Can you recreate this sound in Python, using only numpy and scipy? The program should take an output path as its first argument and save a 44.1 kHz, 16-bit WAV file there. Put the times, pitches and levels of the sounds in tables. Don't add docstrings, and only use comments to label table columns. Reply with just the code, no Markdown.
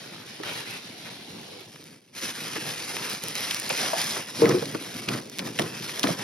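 import sys
import numpy as np
from scipy import signal
from scipy.fft import rfft, irfft
from scipy.io import wavfile
from scipy.ndimage import uniform_filter1d

SR = 44100
rng = np.random.default_rng(int(sys.argv[2]) if len(sys.argv) > 2 else 0)


def waveform_to_disk(signal):
    frames = np.transpose(np.atleast_2d(signal))
    scaled = np.clip(frames, -1, 1) * 32767
    samples = np.round(scaled).astype(np.int16)
    wavfile.write(sys.argv[1], SR, samples)


N = 275037
T = np.arange(N) / SR


def amp(db):
    return 10 ** (np.asarray(db) / 20)


def unit(x):
    return x / np.sqrt(np.mean(x ** 2))


def colour(x, points):
    size = x.shape[-1]
    hz, db = np.transpose(points)
    grid = np.maximum(np.arange(size + 1) * SR / (2 * size), 1)
    gain = amp(np.interp(np.log(grid), np.log(hz), db))
    cepstrum = irfft(np.log(gain))
    cepstrum[1:size] *= 2
    cepstrum[size + 1:] = 0
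    return irfft(rfft(x, 2 * size) * np.exp(rfft(cepstrum)))[..., :size]


def ring(x, hz, width):
    top = .45 * SR
    hz, width = min(hz, top), min(width, top / 2)
    return signal.lfilter(*signal.iirpeak(hz, hz / width, fs=SR), x)


def fade(t60, size):
    return amp(-60 * T[:size] / t60)


def clicks(rate, spread_db, size=N):
    chance = rng.random(size)
    sizes = rng.standard_normal(size)
    sign = rng.choice([-1, 1], size)
    return (chance < rate / SR) * sign * amp(spread_db * np.minimum(sizes, 2))


def wander(rate):
    hold = int(SR / rate)
    steps = rng.standard_normal(N)[np.arange(N) // hold]
    return unit(uniform_filter1d(steps, hold))


def smear(x, t60, channels=1):
    keep = np.exp(-2 * np.log(1000) / (t60 * SR))
    energy = signal.lfilter([1 - keep], [1, -keep], x ** 2 + 1e-18)
    return np.sqrt(energy) * rng.standard_normal((channels, len(x)))


def add(track, s, sound, peak_db):
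    start = int(s * SR)
    part = sound[:, :N - start]
    track[:, start:start + part.shape[1]] += part * amp(peak_db) / np.abs(sound).max()


def gesture(start_s, length_s, attack_s=.03, release_s=0.067, sag_db_per_s=0):
    since = T - start_s
    rise = (1 + np.tanh(2 * since / attack_s - 1)) / 2
    sag = amp(-sag_db_per_s * np.clip(since, 0, length_s))
    release = np.exp(-np.maximum(since - length_s, 0) / release_s)
    return (rise * sag * release) ** 2


# frequency in Hz, phase lead in radians.
LEFT_MIC_LEAD = [(1900, 0), (2900, 1.4), (4400, 1), (4900, -.3), (7600, 3.14), (14400, 9.42), (16000, 10.3)]
# frequency in Hz, boost or cut in dB.
ECHO_TONE = [(100, -22), (250, -14), (500, 3.5), (1000, 2.5), (1900, -9), (2900, -7.5), (4400, -12),
             (5600, 1), (8000, -65.5)]

def in_box(x, box_t60=0.037, room_t60=0.83, room_db=-15):
    size = len(x)
    hz = np.arange(size + 1) * SR / (2 * size)
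    lead = np.exp(.5j * np.interp(hz, *np.transpose(LEFT_MIC_LEAD)))
    direct = irfft(rfft(x, 2 * size) * np.array([lead, lead.conj()]))[:, :size]
    echoes = smear(x, box_t60, channels=2) + amp(room_db) * smear(x, room_t60, channels=2)
    return direct + colour(echoes, ECHO_TONE)


# pitch in Hz, width in Hz, level in dB.
WALL_NOTES = [(109, 73, -0.5), (153, 39, -4), (234, 19, -9), (334, 154, -1.5), (461, 49, -2),
              (1028, 99, -2.5), (1260, 77, -4), (1820, 55, -12.5)]

def wall(x):
    return sum(amp(db) * ring(x, hz, width) for hz, width, db in WALL_NOTES)


# frequency in Hz, boost or cut in dB.
FOAM_TONE = [(60, -28), (110, -1), (230, 2.5), (340, -2), (470, -8.5), (1500, -34)]

def foam(foam_db):
    bumps = in_box(clicks(rate=630, spread_db=2.0))
    return unit(colour(bumps + 0.5 * wall(bumps), FOAM_TONE)) * amp(foam_db)


# start in seconds, length in seconds, level in dB, pitch in Hz.
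FOAM_RUBS = [(0.89, 0.75, -55, 690), (1.272, 0.12, -44, 187), (1.469, 0.085, -45.5, 390),
             (3.784, 0.16, -38.5, 736)]

def foam_hums(width_hz=230):
    chatter = in_box(clicks(rate=560, spread_db=2))
    out = np.zeros((2, N))
    for s, length_s, db, hz in FOAM_RUBS:
        hum = unit(ring(ring(chatter, hz, width_hz), hz, width_hz))
        out += hum * amp(db) * np.sqrt(gesture(s, length_s))
    return out


def scrape(squeeze_power, level_db=-26):
    grains = ring(in_box(clicks(rate=690, spread_db=5.5)), hz=1340, width=4500)
    return unit(wall(grains)) * np.sqrt(squeeze_power) * amp(level_db)


# start in seconds, peak level in dB, pitch in Hz.
BOX_KNOCKS = [(0.399, -26.5, 355), (2.562, -22.5, 325), (3.703, -17, 626), (3.933, -15, 690),
              (4.419, -18.5, 940), (4.524, -23.5, 147), (4.624, -19, 490), (4.749, -17, 292),
              (5.594, -14.5, 660), (6.04, -14, 776), (6.089, -15.5, 600), (6.104, -17, 200)]

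def knocks(rows, size=8192):
    out = np.zeros((2, N))
    blow = signal.unit_impulse(size)
    for s, db, hz in rows:
        rattle = clicks(rate=1400, spread_db=3.5, size=size) * fade(0.11, size) * 0.13
        contact = ring(ring(in_box(blow + rattle), hz, 1.4 * hz), hz, 0.28 * hz)
        tick = buckle(blow, ring_s=0.011, quiver=0.98)
        slap = ring(ring(tick, hz=720, width=1200), hz=800, width=3400)
        slap_gain = 0.43 * min(hz / 600, 1)
        add(out, s, unit(contact + 2.0 * wall(contact)) + slap_gain * unit(slap), db)
    return out


# start in seconds, length in seconds, strength in dB.
PARCEL_TUGS = [(5.076, 0.087, -13), (5.39, 0.028, -16.5), (5.593, 0.022, -9), (6.045, 0.039, -9.5)]

def tugs(lag_s=0.00355, offset_db=-13.5, thud_hz=193):
    return knocks([(s + lag_s, db + offset_db, thud_hz) for s, _, db in PARCEL_TUGS])


# start in seconds, length in seconds, strength in dB.
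HAND_PUSH = (4.428, 0.088, -4.5)

def squeezing(early_s=0.002):
    return sum(amp(db) ** 2 * gesture(s - early_s, length_s, attack_s=0.0071, release_s=0.048)
               for s, length_s, db in [HAND_PUSH] + PARCEL_TUGS)


# start in seconds, length in seconds, slips per second,
# level in dB, pitch in Hz of the rubbed spot.
HAND_SKIDS = [(4.42, 0.03, 155, -6.5, 414), (4.493, .02, 119.5, -15.5, 412), (4.545, .008, 170, -12, 365),
              (4.575, .012, 158, -18, 373), (6.04, .016, 140, -16.5, 277)]

def judders(size=12288, pan_db=1.5, lag_s=.00024):
    out = np.zeros((2, N))
    t = T[:size]
    for s, length_s, rate, db, hz in HAND_SKIDS:
        slips = np.diff(np.floor(t * rate), prepend=-1) * (t < length_s)
        slips = slips * (1 + 0.5 * fade(0.014, size))
        drag = .5 * smear(slips, t60=0.15)[0]
        left = ring(ring(wall(slips + drag), hz, width=90), hz, hz)
        right = np.interp(t - lag_s, t, left)
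        add(out, s, np.array([left, right]), db)
    return out * amp(np.array([[pan_db], [-pan_db]]) / 2)


def buckle(x, ring_s, quiver):
    return in_box(x + quiver * smear(x, ring_s)[0])


def creases(rate, spread_db, ring_s):
    return buckle(clicks(rate, spread_db) / np.sqrt(rate), ring_s, quiver=1.4)


# middle of the swell in seconds, peak level in dB, pitch in Hz.
FOLD_CRUNCHES = [(2.568, -20, 1740), (3.705, -15, 2440), (4.457, -14, 1900), (4.513, -18, 1880),
                 (5.088, -12, 2670), (5.139, -17.5, 1860)]

def crunches(swell_s=0.0055):
    out = np.zeros((2, N))
    grains = creases(rate=2600, spread_db=5.5, ring_s=0.0034)
    for s, db, hz in FOLD_CRUNCHES:
        swell = np.exp(-np.abs(T - s) / swell_s)
        pitched = grains + 2 * ring(grains, hz, 0.14 * hz)
        add(out, 0, ring(ring(pitched, hz, 2 * hz), hz, 2 * hz) * swell, db)
    return out


# frequency in Hz, boost or cut in dB.
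SNAP_TONE = [(400, -17), (6000, 1), (16000, -3)]
# start in seconds, peak level in dB.
FILM_SNAPS = [(3.238, -12), (3.284, -14), (3.354, -11), (3.546, -7), (3.599, -12), (3.693, -11),
              (4.063, -21), (5.298, -20), (5.386, -11), (5.995, -4.5)]

def snaps(size=2048):
    out = np.zeros((2, N))
    for s, db in FILM_SNAPS:
        tick = buckle(signal.unit_impulse(size), ring_s=0.0029, quiver=5.9)
        add(out, s, colour(tick, SNAP_TONE), db)
    return out


# start in seconds, peak level in dB, pitch in Hz.
FOLD_CRACKS = [(0.434, -21.5, 1720), (1.758, -30, 2400), (2.966, -17, 2400), (3.509, -11, 2670),
               (4.107, -15, 3640), (4.161, -21, 1310), (4.491, -13.5, 5700), (4.655, -16, 3700),
               (4.747, -20.5, 1300), (5.392, -13.5, 2610), (5.589, -9.5, 2080), (5.595, -10.5, 2030),
               (5.618, -17.5, 3650), (5.892, -22.5, 1990), (6.031, -10.5, 3300), (6.039, -9.5, 1540),
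               (6.07, -15, 2200), (6.195, -24, 1900)]

def cracks(size=4096):
    out = np.zeros((2, N))
    for s, db, hz in FOLD_CRACKS:
        stretch = np.sqrt(2500 / hz)
        run = clicks(rate=2500, spread_db=9.0, size=size) * fade(0.023 * stretch, size) * 0.83
        run[0] = 1
        film = buckle(run, ring_s=0.0047 * stretch, quiver=5.4)
        pitched = film + 0.53 * ring(film, hz, 0.25 * hz)
        add(out, s, ring(pitched, hz, 0.81 * hz), db)
    return out


def rub(effort_db, light_hz=3504, light_db=-44, db_per_octave=20, half_width_hz=1200):
    hz = light_hz * 2 ** (-np.maximum(effort_db - light_db, 0) / db_per_octave)
    slips = rng.standard_normal((2, N)) + 1j * rng.standard_normal((2, N))
    band = signal.lfilter(*signal.butter(2, half_width_hz, fs=SR), slips)
    return unit((band * np.exp(2j * np.pi * np.cumsum(hz) / SR)).real)


def pockets(x, depth_db=2.0, span_hz=256.1, hold_s=.11, size=512):
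    frames = signal.stft(x, nperseg=size)[2]
    ripple = rng.standard_normal(frames.shape[1:])
    ripple = uniform_filter1d(ripple, int(span_hz * size / SR), axis=0)
    ripple = uniform_filter1d(ripple, int(2 * hold_s * SR / size), axis=1)
    return signal.istft(frames * amp(depth_db * unit(ripple)))[1][:, :N]


# start in seconds, length in seconds, film level in dB,
# wide folds in dB compared with the film, foam level in dB.
SHEET_SLIDES = [(-.03, 0.24, -44.5, -2.5, -47.5), (.241, 0.2, -43.5, -9, -50),
                (.425, 0.17, -35.5, -5.5, -44.5), (.64, 0.13, -38, -10, -47), (.81, .81, -43.5, -11, -48),
                (1.035, 0.048, -47.5, 3, -48.5)]
SHEET_CRUMPLES = [(1.65, 0.26, -50, -9.5, -50.5), (2.131, 0.062, -38.5, -18, -50.5),
                  (2.2, 0.077, -31, -8, -42.5), (2.345, 0.098, -38, -11, -43.5),
                  (2.44, 0.2, -35.5, -9, -43.5), (2.625, 0.081, -32.5, -7, -41),
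                  (2.75, 0.21, -36, -9, -46.5), (2.92, 0.11, -35.5, -3.5, -45), (3.01, 0.1, -34, -5, -49),
                  (3.09, 0.026, -31.5, -13, -42), (3.2, 0.11, -36, -8.5, -43),
                  (3.335, 0.25, -31, -10.5, -46), (3.59, 0.09, -37, -7.5, -43.5),
                  (3.685, 0.15, -30, -9, -45), (3.775, 0.12, -30.5, -9.5, -40.5),
                  (3.945, 0.17, -28.5, -10.5, -42.5), (4.14, 0.047, -34, -5.5, -43),
                  (4.25, 0.14, -40, -6.5, -48), (4.33, 0.42, -37, -8.5, -37),
                  (4.385, 0.028, -30.5, -4, -27.5), (4.78, 0.14, -40.5, -6.5, -43),
                  (4.92, 0.12, -41, -9, -42), (5.07, 0.095, -37, -18, -50), (5.18, 0.092, -60, -15, -40.5),
                  (5.3, 0.23, -43, -21, -43.5), (5.43, 0.035, -36, -4, -35.5),
                  (5.54, 0.3, -40, -8.5, -41.5), (5.8, 0.33, -37, -7, -45.5), (6.05, 0.015, -33, -20, -50),
                  (6.17, 0.027, -33.5, -1, -35.5)]

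def handling(rest_film_db=-61.5, rest_foam_db=-59.5, slide_hiss_share=0.51):
    film, stirred = amp(rest_film_db) ** 2, amp(rest_foam_db) ** 2
    folds = hiss = 0
    for rows, share in (SHEET_SLIDES, slide_hiss_share), (SHEET_CRUMPLES, 0):
        for s, length_s, film_db, folds_db, foam_db in rows:
            stroke = gesture(s, length_s, sag_db_per_s=3)
            film += stroke * amp(film_db) ** 2
            folds += stroke * amp(film_db + folds_db) ** 2
            stirred += stroke * amp(foam_db) ** 2
            hiss += stroke * amp(film_db) ** 2 * share
    return film, folds, stirred, hiss / film


# frequency in Hz, boost or cut in dB.
CREASE_TONE = [(400, -10.5), (1100, -9.5), (2100, 0), (5200, -1), (7500, -6), (10000, -5.5), (13000, -12.5),
               (16000, -25.5)]
FOLD_TONE = [(150, -15.5), (400, 1), (750, -4.5), (1100, -2), (1600, 0.5), (2600, -3), (6000, -31.5)]

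def bubble_wrap(effort_db, folds_db, hiss_share, pops_db=-16):
    strain_db = effort_db - effort_db.max()
    rate = 3400 * amp(0.27 * strain_db)
    fine = colour(creases(rate, spread_db=2.0, ring_s=0.01), CREASE_TONE)
    sizzle = signal.lfilter(*signal.butter(1, 5000, "high", fs=SR), fine)
    fine = unit(fine + (amp(0.0081 * strain_db) - 1) * sizzle)
    wide = unit(colour(creases(rate * .3, spread_db=3.0, ring_s=0.0072), FOLD_TONE))
    crinkle_share = 1 - hiss_share
    film = fine * np.sqrt(crinkle_share) + rub(effort_db) * np.sqrt(hiss_share) + wide * amp(folds_db)
    flips = buckle(clicks(rate=38, spread_db=13.5), ring_s=0.0048, quiver=2.2)
    pops = unit(colour(flips, SNAP_TONE)) * amp(pops_db) * crinkle_share
    film = pockets(film + pops)
    bursts_db = 1.22 * wander(35) + 0.3 * wander(140)
    return film * amp(effort_db + crinkle_share * bursts_db)


def scene(squeeze_folds_db=-29.5, squeeze_foam_db=-19):
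    film, folds, stirred, hiss_share = handling()
    squeeze = squeezing()
    effort_db = 10 * np.log10(film)
    folds_db = 10 * np.log10((folds + squeeze * amp(squeeze_folds_db) ** 2) / film)
    foam_db = 10 * np.log10(stirred + squeeze * amp(squeeze_foam_db) ** 2)
    sheet = bubble_wrap(effort_db, folds_db, hiss_share)
    packing = foam(foam_db) + foam_hums() + scrape(squeeze)
    crackles = cracks() + snaps() + crunches()
    box = knocks(BOX_KNOCKS) + judders() + tugs()
    return packing + box + crackles + sheet


def record(dry):
    low_cut_hz, high_cut_hz = 85, 15900
    thin = signal.sosfilt(signal.butter(3, low_cut_hz, "high", fs=SR, output="sos"), dry)
    return signal.sosfilt(signal.ellip(8, .2, 70, high_cut_hz, fs=SR, output="sos"), thin)


dry = scene()
out = record(dry)
waveform_to_disk(out)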